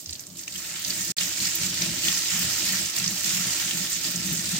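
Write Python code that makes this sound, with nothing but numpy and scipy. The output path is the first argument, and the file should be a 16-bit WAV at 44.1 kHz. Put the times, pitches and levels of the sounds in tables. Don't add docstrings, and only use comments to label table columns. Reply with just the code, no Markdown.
import sys
import numpy as np
from scipy import signal
from scipy.fft import rfft, irfft
from scipy.io import wavfile
from scipy.ndimage import uniform_filter1d

SR = 44100
rng = np.random.default_rng(int(sys.argv[2]) if len(sys.argv) > 2 else 0)


def unload_wav(signal):
    wavfile.write(
        sys.argv[1],
        SR,
        np.round(np.clip(np.atleast_2d(signal).T, -1, 1) * 32767).astype(np.int16),
    )


def attenuation_scalar(level_db):
    decades = np.asarray(level_db, float) / 20
    return 10 ** decades


N = 202680

BAND_CENTRES_HZ = [1500, 3100, 6500, 13000]
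# level in dB at full flow, dB per dB of fizz.
BAND_LEVELS = [(-42.5, 0.8), (-35.5, 0.9), (-31.0, 1.0), (-36.5, 0.85)]
# time in seconds, fizz level in dB before the swings,
# dB by which gurgle strays from it, dB by which splatter strays.
FLOW_COURSE = [(0, -40.5, -13, -11), (.04, -49.5, -19, -5), (.22, -51, -2, -4), (.3, -54, -16, -4),
               (.38, -49, -12, -3), (.4, -45, -8, -5), (.47, -48.5, -8, -6), (.56, -39, -3.5, -2),
               (.7, -37.5, 1, -4), (.8, -41, 1, 2.5), (.9, -31.5, -1.5, -1.5), (1.12, -32, -3.5, -2.5),
               (1.3, -37, -0.5, 0.5), (1.6, -35, -1, -0.5), (1.98, -37.5, 1.5, 3), (2.03, -31, -2, -1.5),
               (2.27, -33, 1, 2.5), (2.75, -29, 1.5, 0), (2.88, -32.5, -1, 0.5), (2.93, -38, 3.5, 2.5),
               (3.22, -35, -0.5, -2.5), (3.51, -31, 1.5, 0), (3.97, -33.5, -1.5, 0.5),
               (4.22, -36, -0.5, -0.5), (4.6, -33.5, 0, 1)]
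# time of the top in seconds, dB gained.
STRAINER_SWINGS = [(1.228, 8.5), (1.43, 5.5), (1.64, 4.5), (1.82, 5.5), (2.08, 5), (2.32, 4), (2.44, 1),
                   (2.972, 7.5), (3.27, 7.5), (3.72, 1), (4.07, 4.5), (4.28, 3), (4.55, 2)]
# start in seconds, bubble's peak in dB before the bowl, pitch in Hz.
SPLASH_LIST = [(0.0596, -24.0, 5200), (0.093, -23.5, 4700), (0.1085, -24, 7460), (0.1267, -27, 4080),
               (0.131, -22.5, 6540), (0.1535, -27.5, 4370), (0.1943, -24.5, 6100), (0.206, -27.5, 12400),
               (0.237, -33.5, 4950), (0.268, -28.5, 7900), (0.301, -33.5, 4600), (0.3564, -38, 4170),
               (0.37, -27.5, 7400), (0.3922, -24.5, 6500), (0.4366, -31, 5800), (0.478, -25, 2620),
               (0.4798, -22.5, 6100), (0.523, -28, 4580), (0.556, -25, 3080), (0.5788, -23.5, 6500),
               (0.7568, -24.5, 2860), (0.7958, -25, 15010.0), (0.848, -17, 4670), (0.904, -16, 4540),
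               (1.0484, -23, 14620.0), (1.0787, -21, 6660), (1.1833, -11, 4100), (1.211, -20, 2760),
               (1.2323, -17, 7320.0), (1.403, -22, 4130), (1.4517, -21, 5730), (1.4663, -30, 2300),
               (1.553, -12.5, 15000), (1.614, -19, 5080.0), (1.774, -31.5, 1940), (1.8208, -14, 5800),
               (2.036, -18.5, 3030), (2.049, -22, 2860), (2.0834, -13.5, 3310), (2.391, -16, 13200.0),
               (2.4, -29, 2760.0), (2.734, -27, 1890), (2.859, -19, 6300), (2.9647, -16, 14380.0),
               (2.9845, -12.5, 7400), (3.0418, -16, 5400), (3.061, -17, 4800), (3.0776, -13.5, 6100),
               (3.1082, -20, 15370.0), (3.2445, -16.5, 5060), (3.7098, -18, 3040), (3.7757, -22, 13310.0),
               (3.9001, -20, 14020.0), (3.93, -15, 7100), (4.0437, -21, 4550), (4.1092, -19.5, 14600.0),
               (4.159, -16, 7100), (4.2653, -20, 13390.0), (4.3272, -14, 15610.0), (4.536, -24, 4580)]
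# frequency in Hz, relative dB per Hz.
LEFT_PORT_RESPONSE = [(450, -17), (700, -13.5), (1150, -13), (1350, -10), (1850, -4.5), (2300, 0.5),
                      (4500, 6.5), (6400, 4), (8500, -1.5), (10000, -9.5), (11500, -15), (13600, -16.5),
                      (15200, -10.5), (15900, -36)]
RIGHT_PORT_RESPONSE = [(450, -31), (700, -20), (1150, -19), (1800, -10.5), (2300, -1.5), (4300, 6.5),
                       (4900, 10), (7200, 11), (8400, 2), (9500, -8.5), (10400, -63), (11500, -17),
                       (13500, -10.5), (15700, -13.5)]
# frequency in Hz, shared part of the power (0 to 1).
PORT_LIKENESS = [(400, 0.59), (700, 0.68), (1700, 0.39), (2800, 0.13), (4800, 0.066), (6000, 0.051)]
# frequency in Hz, width in Hz, added gain (linear).
BOWL_MODES = [(877, 18, 0.6), (1367, 47, 1), (1490, 22, 0.13), (1830, 140, 0.99), (2895, 110, 0.3)]
# frequency in Hz, width in Hz.
GUSH_MODE = (178, 19)
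# frequency in Hz, width in Hz, relative level in dB.
OTHER_SINK_MODES = [(52.6, 11, -16), (91, 21.7, -4), (118, 18, -3.5), (274.7, 56, -3), (326.6, 23, -3.5),
                    (603, 47, -9.5), (825, 200, -33)]
# start in seconds, length in seconds,
# level in dB at the gush mode before the port gains.
GUSH_LIST = [(0.282, 0.066, -49.5), (.55, 0.046, -50.5), (0.705, 0.092, -52), (0.89, .12, -43.5),
             (1.104, 0.027, -38.5), (1.211, .05, -44.5), (1.412, 0.047, -39.5), (1.61, 0.11, -38.5),
             (1.794, 0.15, -38), (2.057, 0.033, -37), (2.14, 0.041, -47), (2.339, 0.14, -38.5),
             (2.633, 0.044, -41.5), (2.71, 0.038, -37.5), (2.784, .06, -42.5), (2.996, 0.13, -36.5),
             (3.258, 0.038, -38.5), (3.343, 0.13, -38.5), (3.628, 0.03, -41.5), (3.734, 0.1, -38),
             (3.93, 0.055, -46.5), (4.063, 0.047, -39.5), (4.16, 0.041, -34), (4.258, 0.028, -33.5),
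             (4.325, 0.015, -28), (4.384, 0.025, -39.5), (4.457, 0.023, -40.5), (4.537, .08, -33.5)]
# time in seconds, dB before the port gains.
OTHER_MODES_LEVEL = [(0, -54.5), (.8, -55.5), (.9, -49), (1.55, -49), (1.83, -43.5), (2.2, -46.5),
                     (2.9, -48), (3.1, -50), (3.5, -48), (3.85, -48), (4.0, -50.5), (4.2, -49), (4.6, -48)]
# start in seconds, end in seconds, level in dB before the port gains,
# first pitch in Hz, pitch it sinks towards in Hz.
LOW_BUMP = (.070, .136, -42, 105, 74)
# time in seconds, gain in dB.
DROPOUT = [(1.1195, 0), (1.1225, -38), (1.145, -56), (1.151, -120), (1.162, -120), (1.166, -35), (1.168, 0)]

FULL_FLOW_DB = -31
SWING_RISE_S, SWING_FADE_S = 0.049, 0.15
GUSH_ATTACK_DB_PER_S, GUSH_RELEASE_DB_PER_S = 700, 318
TRICKLE_DB = -60
SINK_FOLLOWS, DEEP_FOLLOWS, DEEP_HZ = 0.12, 0.28, 150
RIGHT_LAG_S = 5.5e-5
CUTOFF_HZ = 15830


def in_time(rows):
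    s, *columns = np.transpose(rows)
    return np.array([np.interp(np.arange(N) / SR, s, c) for c in columns])


def at_hz(points, hz):
    point_hz, values = np.transpose(points)
    return np.interp(np.log(hz), np.log(point_hz), values)


def rms_one(x):
    return x / np.sqrt(np.mean(np.mean(x, axis=0) ** 2) + 1e-20)


def drift(rate):
    pole = np.exp(-80 * np.pi * rate / SR)
    draws = rng.standard_normal(N // 40 + 2002)
    slow = signal.lfilter([1], [1, -2 * pole, pole * pole], draws)[2000:]
    return np.interp(np.arange(N) / 40, np.arange(len(slow)), slow / slow.std())


def pair(alike):
    shared, left, right = rng.standard_normal((3, N))
    alike = np.clip(alike, 0, 1)
    late = np.roll(shared, round(RIGHT_LAG_S * SR))
    return np.sqrt(alike) * np.array([shared, late]) + np.sqrt(1 - alike) * np.array([left, right])


def resonate(x, hz, width):
    r = np.exp(-np.pi * width / SR)
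    poles = [1, -2 * r * np.cos(2 * np.pi * hz / SR), r * r]
    return signal.lfilter([(1 - r * r) / 2, 0, (r * r - 1) / 2], poles, x)


def spray_levels():
    fizz_db, gurgle_db, splatter_db = in_time(FLOW_COURSE)
    t = np.arange(N) / SR
    for top, gain_db in STRAINER_SWINGS:
        rise = np.clip(1 + (t - top) / SWING_RISE_S, 0, 1)
        fade = np.exp(-np.maximum(t - top, 0) / SWING_FADE_S)
        fizz_db = fizz_db + gain_db * rise * fade
    over_full_db = fizz_db - FULL_FLOW_DB
    levels_db = np.array([full_db + follows * over_full_db for full_db, follows in BAND_LEVELS])
    return levels_db + np.array([gurgle_db, splatter_db, 0 * t, 0 * t])


def share_of(hz, centre_hz, octaves):
    return np.exp(-.5 * (np.log2(hz / centre_hz) / np.maximum(octaves, .05)) ** 2)


def bursts(hz, per_s, spread_db, octaves, draws):
    when, size, pitch = draws[:int(per_s * N / SR)].T
    centre_hz = 800 * 22 ** pitch
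    power = attenuation_scalar(-2 * spread_db * np.log(1 - .98 * size)) * share_of(hz, centre_hz, octaves)
    return np.bincount((when * N).astype(int), power, N)


def dying(kicks, t60):
    out = signal.lfilter([1], [1, -attenuation_scalar(-120 / (t60 * SR))], kicks + 1e-18)
    return out / out.mean()


def single_splashes(hz, spatter_db, octaves, t60, tail_db):
    out = np.zeros(N)
    t = np.arange(int(.1 * SR)) / SR
    droplets = attenuation_scalar(2 * tail_db - 120 * t / 0.11)
    spatter = (1 - np.exp(-t / 0.00087)) * (attenuation_scalar(-120 * t / t60) + droplets)
    tick = attenuation_scalar(-15.0 - 120 * t / 0.009)
    for s, peak_db, centre_hz in SPLASH_LIST:
        part = out[round(s * SR):][:len(t)]
        shape = share_of(hz, centre_hz, octaves) * spatter + share_of(hz, centre_hz, 0.48) * tick
        part += attenuation_scalar(2 * (peak_db + spatter_db)) * shape[:len(part)]
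    return out


def spray():
    levels_db = spray_levels()
    edges = 420 * 2 ** np.arange(0, 5.6, .25)
    fine_drops, coarse_drops = rng.random((2, 8000, 3))
    surge_db = 0.48 * drift(15.0) + 0.48 * drift(35.0)
    lumpy = attenuation_scalar(np.clip(-.6 * (levels_db[2] + 31.5), 0, 9))
    freqs = np.maximum(np.fft.rfftfreq(N, 1 / SR), 1)
    ports = attenuation_scalar(np.array([at_hz(LEFT_PORT_RESPONSE, freqs), at_hz(RIGHT_PORT_RESPONSE, freqs)]))
    group_hz = np.array([0, 2200, 4400, 9500, SR])
    group_power = []
    for low, high in zip(group_hz, group_hz[1:]):
        inside = (freqs > max(low, 900)) & (freqs < min(high, 15800))
        group_power.append(np.sum(ports[:, inside] ** 2))
    out = 0
    for low, high in zip(edges, edges[1:]):
        hz = np.sqrt(low * high)
        coloured = irfft(rfft(pair(at_hz(PORT_LIKENESS, hz))) * ports, N)
        band = signal.sosfilt(signal.butter(2, [low, high], "band", fs=SR, output="sos"), coloured)
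        place = np.interp(np.log(hz), np.log(BAND_CENTRES_HZ), range(4))
        k = min(int(place), 2)
        gains_db = levels_db[k:k + 2] - 10 * np.log10(np.array(group_power[k:k + 2]) / (2 * N))[:, None]
        hiss_db = gains_db[0] + (place - k) * (gains_db[1] - gains_db[0])
        crackle = dying(bursts(hz, 1200.0, 2.9, 0.59, fine_drops), 0.022)
        plops = dying(bursts(hz, 210.0, 4.66, 0.57, coarse_drops), 0.33)
        leaps = 0.31 + (0.2 * crackle + 0.0066 * plops) * lumpy
        power = attenuation_scalar(2 * (hiss_db + surge_db + 1.4 * drift(11.5))) * leaps
        band_power = np.mean(np.mean(band, axis=0) ** 2)
        power += single_splashes(hz, -11.5, 0.28, 0.016, -10.0) / band_power
        out = out + band * np.sqrt(power)
    return out


def bubbles(rows, cycles, rise):
    out = np.zeros((2, N + SR))
    for (s, peak_db, hz), (size, phase, apart) in zip(rows, rng.random((len(rows), 3))):
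        turns = np.arange(int(cycles * (.5 + size) * SR / hz)) * hz / SR
        along = turns / turns[-1]
        shape = (1 - np.exp(-turns / 1.4)) * attenuation_scalar(peak_db - 26.4 * along)
        left_db, right_db = at_hz(LEFT_PORT_RESPONSE, hz), at_hz(RIGHT_PORT_RESPONSE, hz)
        ports = attenuation_scalar(np.array([[left_db], [right_db]]) - max(left_db, right_db))
        shift = (apart - .5) * (1 - at_hz(PORT_LIKENESS, hz)) - RIGHT_LAG_S * hz
        angle = turns * (1 + rise * along) + phase + np.array([[0], [shift]])
        out[:, round(s * SR):][:, :len(turns)] += ports * shape * np.sin(2 * np.pi * angle)
    return out[:, :N]


def gurgle(per_s, over_db, spread_db):
    when, pitch, size = rng.random((4000, 3))[:int(per_s * N / SR)].T
    hz = 1100 * 8 ** pitch
    levels_db = spray_levels()[:, (when * N).astype(int)]
    spray_db = [np.interp(np.log(f), np.log(BAND_CENTRES_HZ), at) for f, at in zip(hz, levels_db.T)]
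    peak_db = np.array(spray_db) + over_db - spread_db * np.log(1 - .97 * size)
    return bubbles(np.transpose([when * N / SR, peak_db, hz]), 24.6, 0.12)


def bowl(x):
    return x + sum(gain * resonate(x, hz, width) for hz, width, gain in BOWL_MODES)


def evened(x, span_s, share):
    power = uniform_filter1d(np.mean(x, axis=0) ** 2, int(span_s * SR)) + 1e-3
    return rms_one(x / power ** (np.clip(share, 0, 1) / 2))


def gushes():
    t = np.arange(N) / SR
    power = attenuation_scalar(2 * TRICKLE_DB)
    for start, length, level_db in GUSH_LIST:
        attack_db = GUSH_ATTACK_DB_PER_S * np.maximum(start - t, 0)
        release_db = GUSH_RELEASE_DB_PER_S * np.maximum(t - start - length, 0)
        power = power + attenuation_scalar(2 * (level_db - attack_db - release_db))
    return 10 * np.log10(power)


def sink():
    gush_db = gushes()
    others_db, swell_db = in_time(OTHER_MODES_LEVEL)[0], gush_db - gush_db.mean()
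    push = pair(1.0) * attenuation_scalar(2.2 * drift(38.0))
    ringing = resonate(resonate(push, *GUSH_MODE), GUSH_MODE[0], 110.0)
    drumming = evened(rms_one(ringing), 0.079, 0.62)
    push = pair(0.93) * attenuation_scalar(1.5 * drift(11.5))
    others = 0
    for hz, width, db in OTHER_SINK_MODES:
        follows = DEEP_FOLLOWS if hz < DEEP_HZ else SINK_FOLLOWS
        ringing = resonate(resonate(push, hz, width), hz, 1.52 * width)
        others = others + attenuation_scalar(db + swell_db * follows) * rms_one(ringing)
    port_gains_db = np.array([[1.7], [-2.1]])
    return (attenuation_scalar(gush_db) * drumming + attenuation_scalar(others_db) * others) * attenuation_scalar(port_gains_db)


def thump():
    start, end, level_db, first_hz, last_hz = LOW_BUMP
    along = np.clip((np.arange(N) / SR - start) / (end - start), 0, 1)
    hz = last_hz + (first_hz - last_hz) * np.exp(-along / 0.34)
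    swell = np.sin(np.pi * along) ** 0.2
    shudder = swell * np.sin(2 * np.pi * (np.cumsum(hz) / SR + rng.random()))
    port_gains_db = np.array([[1.0], [-1.0]])
    return attenuation_scalar(level_db) * shudder * attenuation_scalar(port_gains_db)


def kitchen(level_db):
    murmur_band = signal.butter(1, [60.0, 700.0], "band", fs=SR, output="sos")
    return attenuation_scalar(level_db) * rms_one(signal.sosfilt(murmur_band, pair(0.3)))


def scene():
    water = spray() + gurgle(250.0, -5.5, 3.5) + bubbles(SPLASH_LIST, 47.0, 0.065)
    return bowl(water) + sink() + thump() + kitchen(-61.0)


def low_pass(x):
    return signal.sosfilt(signal.butter(12, 16970, fs=SR, output="sos"), x)


def record(dry):
    steep_lowpass = signal.ellip(12, .5, 70, CUTOFF_HZ, fs=SR, output="sos")
    dull = signal.sosfilt(steep_lowpass, dry)
    mix = dull * attenuation_scalar(in_time(DROPOUT))
    return low_pass(mix)


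dry = scene()
out = record(dry)
unload_wav(out)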